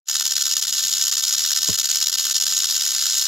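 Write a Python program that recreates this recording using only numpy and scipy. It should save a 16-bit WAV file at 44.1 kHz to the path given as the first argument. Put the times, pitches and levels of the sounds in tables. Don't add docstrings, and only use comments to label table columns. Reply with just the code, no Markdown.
import sys
import numpy as np
from scipy import signal
from scipy.fft import rfft, irfft
from scipy.io import wavfile

SR = 44100
rng = np.random.default_rng(int(sys.argv[2]) if len(sys.argv) > 2 else 0)


def decibels_to_gain(level_db):
    exponent = np.asarray(level_db, float) / 20
    return 10 ** exponent


def digitize_waveform(pressure):
    field = np.atleast_2d(pressure).T
    bounded = np.clip(field, -1, 1)
    quanta = np.round(bounded * 32767).astype(np.int16)
    wavfile.write(sys.argv[1], SR, quanta)


N = 144207

# (time [s], level [dB])
VIGOUR = [
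    (0.05, -109),
    (0.06, -59),
    (0.08, -32),
    (0.09, -21.5),
    (0.6, -21),
    (0.8, -20),
    (3.07, -20),
    (3.27, -19),
]


def rms_one(x):
    return x / np.sqrt(np.mean(x ** 2) + 1e-20)


def in_time(rows):
    s, *columns = np.transpose(rows)
    return [np.interp(np.arange(N) / SR, s, c) for c in columns]


def drift(rate_hz):
    r = np.exp(-2 * np.pi * rate_hz / SR)
    noise = rng.standard_normal(N + SR)
    return rms_one(signal.lfilter([1], [1, -2 * r, r * r], noise)[SR:])


def humps(rows, skew=0.68):
    t = np.arange(N) / SR
    total_db = 0
    for s, length, db in rows:
        side_length = length * np.where(t > s, skew, 1 / skew)
        total_db = total_db + db * np.exp(-0.5 * ((t - s) / side_length) ** 2)
    return total_db


def band(x, hz, width_hz):
    edges = np.clip([hz - width_hz / 2, hz + width_hz / 2], 10, 0.45 * SR)
    return signal.sosfilt(signal.butter(2, edges, "band", fs=SR, output="sos"), x)


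def rumble():
    # (centre [Hz], level [dB per Hz])
    rumble_bands = [(25, -22), (60, -24), (110, 1.5), (200, 2.5), (300, -5), (500, -6.5), (1000, -28)]
    # (time [s], length [s], height [dB])
    swells = [
        (.95, 0.032, 5.5),
        (1.63, 0.022, 4.5),
        (2.68, 0.078, 3),
    ]
    level_db, alike = -58.5, -0.011
    out = 0
    for hz, band_db in rumble_bands:
        noise = rng.standard_normal((2, N))
        mid, side = band(noise, hz, 0.73 * hz) * decibels_to_gain(band_db + 1.5 * drift(12.5))
        out = out + np.sqrt(1 + alike) * mid + np.sqrt(1 - alike) * side * [[1], [-1]]
    fade_db = 1.7 * np.minimum(in_time(VIGOUR)[0] + 24, 0)
    return rms_one(out) * decibels_to_gain(level_db + fade_db + humps(swells))


def bump():
    # (pitch [Hz], left level [dB], right level [dB], 60 dB decay [s], onset [s])
    mount_modes = [
        (103, -15, -25, 0.11, 1.694),
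        (185, -28, -13, 0.07, 1.6885),
        (300, -14, -31, 0.031, 1.6858),
        (435, -26, -32, 0.11, 1.686),
        (630, -29.5, -30, 0.071, 1.686),
        (1055, -23, -26, 0.027, 1.688),
    ]
    rise_s, floor_hz, top_hz = 0.002, 80, 1350
    out = np.zeros((2, N))
    for k, (hz, left_db, right_db, t60, s) in enumerate(mount_modes):
        t = np.maximum(np.arange(N) / SR - s, 0)
        ring = np.sin(2 * np.pi * hz * t) * decibels_to_gain(-60 * t / t60) * (1 - np.exp(-t / rise_s))
        right_sign = 1 if k > 1 else -1
        out += decibels_to_gain(np.array([[left_db], [right_db]])) * ring * [[1], [right_sign]]
    return signal.sosfilt(signal.butter(3, [floor_hz, top_hz], "band", fs=SR, output="sos"), out)


def throb_db():
    # (time [s], bounce [cycles], swing [cycles])
    lead = [(0.08, 0.88, 0.18), (0.27, 1.21, 0.27), (0.46, 0.99, 0.33), (0.64, 0.88, 0.27),
            (0.83, 0.9, 0.33), (1.02, 0.55, 0.62), (1.21, 0.64, 0.81), (1.39, 0.62, 0.8),
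            (1.58, 0.91, 0.77), (1.77, 0.96, 0.83), (1.96, 0.88, 0.63), (2.14, 1.01, 0.45),
            (2.33, 0.97, 0.27), (2.52, 0.95, 0.32), (2.71, 1.73, 0.65), (2.89, 2.06, 1.0),
            (3.08, 1.54, 1.91), (3.27, 1.47, 3.23)]
    # (time [s], share [1])
    order = [(.1, 1.38), (.5, 1.2), (.85, 0.61), (1.05, 1.14), (1.35, 1.01), (1.65, 0.99), (2.0, 1.2),
             (2.25, 0.9), (2.6, 0.95), (3.0, 0.89), (3.27, 0.76)]
    # (time [s], level against usual [dB])
    free_flights = [(0.121, 0), (0.234, -22), (0.273, -10), (0.29, -15), (0.348, -26), (0.431, -22),
                    (0.549, -14), (0.608, -34), (0.663, -26), (0.716, -28), (1.108, -24), (1.161, -20),
                    (1.217, -24), (1.361, -20), (1.541, -32), (1.601, -19), (1.769, -49), (1.825, -19),
                    (1.864, -8), (1.882, -14), (1.997, -11), (2.052, -24), (2.075, -21), (2.09, -14),
                    (2.111, -39), (2.166, -36), (2.335, -29), (2.394, -29), (2.449, -30), (2.664, -16)]
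    # (time [s], level against usual [dB])
    landings = [(0.157, 12.5), (0.255, 21), (0.31, 10), (0.515, 20), (0.568, 20), (1.014, 15), (1.128, 1),
                (1.238, 5), (1.327, 23), (1.383, 14), (1.452, 4), (1.506, 11), (1.563, 7), (1.633, 24),
                (1.677, 7), (1.791, 10), (1.844, -10), (1.903, 4), (1.949, -3), (2.016, -15), (2.071, 31),
                (2.246, -10), (2.415, 21), (2.471, 11), (2.516, 10), (2.572, 31), (2.745, 6), (2.853, 18),
                (3.013, 29), (3.057, 16)]
    bounce_hz, swing_hz = 70.5, 89.0
    t = np.arange(N) / SR
    bounce_lead, swing_lead = in_time(lead)
    a = 2 * np.pi * (bounce_hz * t + bounce_lead)
    b = 2 * np.pi * (swing_hz * t + swing_lead)
    coupled = 3.5 * np.cos(a + 0.4)
    coupled += 0.6 * np.cos(2 * a - 2.2)
    coupled += 1.5 * np.cos(a - b + 0.033)
    coupled += 0.9 * np.cos(2 * a - b + 2.7)
    coupled += 0.3 * np.cos(3 * a - 2 * b - 0.41)
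    swing = 2 * np.cos(b + 0.15) + 1.45 * np.cos(a - 2 * b - 1.65)
    lull_db = humps([(s, 0.0025, 0.64 * db) for s, db in free_flights], 1.3)
    slam_db = humps([(s, 0.00054, 0.31 * db) for s, db in landings], 0.42)
    uneven_db = 1.08 * drift(125)
    return in_time(order)[0] * coupled + swing, lull_db, slam_db + uneven_db


def rattle():
    # (centre [Hz], width [Hz], level [dB], part unshared between the ports [dB])
    shell = [(1012, 536, -32, -11.5), (1562, 578, -19.5, -62), (2356, 860, -21.5, -56),
             (3072, 470, -8, -22), (4182, 1400, -3, -7.5), (5440, 940, 0.5, -4), (6820, 853, 1.5, -34),
             (7220, 2340, -12.5, -7), (10010, 970, -13, -2), (11120, 540, -16, -19),
             (12230, 1090, -10.5, -12.5), (13400, 2300, -15.5, 1), (15400, 2000, -22, -9)]
    clacks_per_s, clack_spread_db, own_strength = 11000, 2.5, 2.06
    low_ring_hz = 1900
    knock_low_db, knock_high_db, knock_spread_db, knock_late_s = 25, 10, 3, 0.0008
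    left_lag_s, left_db = 1.5e-5, 0.3

    spread_db = clack_spread_db * np.minimum(rng.exponential(1, N), 5)
    clacks = rng.choice([-1, 1], N) * (rng.random(N) < clacks_per_s / SR)
    regular_db, lull_db, chance_db = throb_db()
    hard = clacks * decibels_to_gain(regular_db + lull_db + chance_db + spread_db)
    even = clacks * decibels_to_gain(1.47 * regular_db + lull_db + 0.9 * (chance_db + spread_db) + 5.0)

    tops = signal.find_peaks(regular_db)[0]
    luck = rng.standard_normal((N, 2))
    late_samples = (knock_late_s * SR * np.abs(luck[tops, 0])).astype(int)
    knocks = np.zeros(N)
    knock_db = (regular_db + lull_db)[tops] + knock_spread_db * luck[tops, 1]
    knocks[np.minimum(tops + late_samples, N - 1)] = decibels_to_gain(knock_db)

    out = 0
    for hz, width_hz, level_db, side_db in shell:
        own = rng.standard_normal((2, N))
        if hz < low_ring_hz:
            struck = even
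            knock = knocks * decibels_to_gain(knock_low_db)
        else:
            struck = hard
            knock = knocks * decibels_to_gain(knock_high_db) * own[0]
        shared = struck * (1 + own_strength * own[0]) + knock
        unshared = (struck + knock) * decibels_to_gain(side_db) * own[1]
        colour_db = drift(34.6)
        mid, side = band([shared, unshared], hz, width_hz) * decibels_to_gain(level_db + colour_db)
        out = out + np.array([mid + side, mid - side])
    lag = np.exp(-2j * np.pi * np.fft.rfftfreq(N, 1 / SR) * left_lag_s)
    left = irfft(rfft(out[0]) * lag, N) * decibels_to_gain(left_db)
    return rms_one(np.array([left, out[1]])) * decibels_to_gain(in_time(VIGOUR)[0])


def scene():
    return rumble() + bump() + rattle()


def top_cut(x):
    return signal.sosfilt(signal.butter(12, 16520, fs=SR, output="sos"), x)


def record(dry):
    limit, cutoff_hz = 0.8, 15800
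    rounded = limit * np.tanh(dry / limit)
    cut = signal.ellip(14, 0.5, 90, cutoff_hz, fs=SR, output="sos")
    return top_cut(signal.sosfilt(cut, rounded))


dry = scene()
out = record(dry)
digitize_waveform(out)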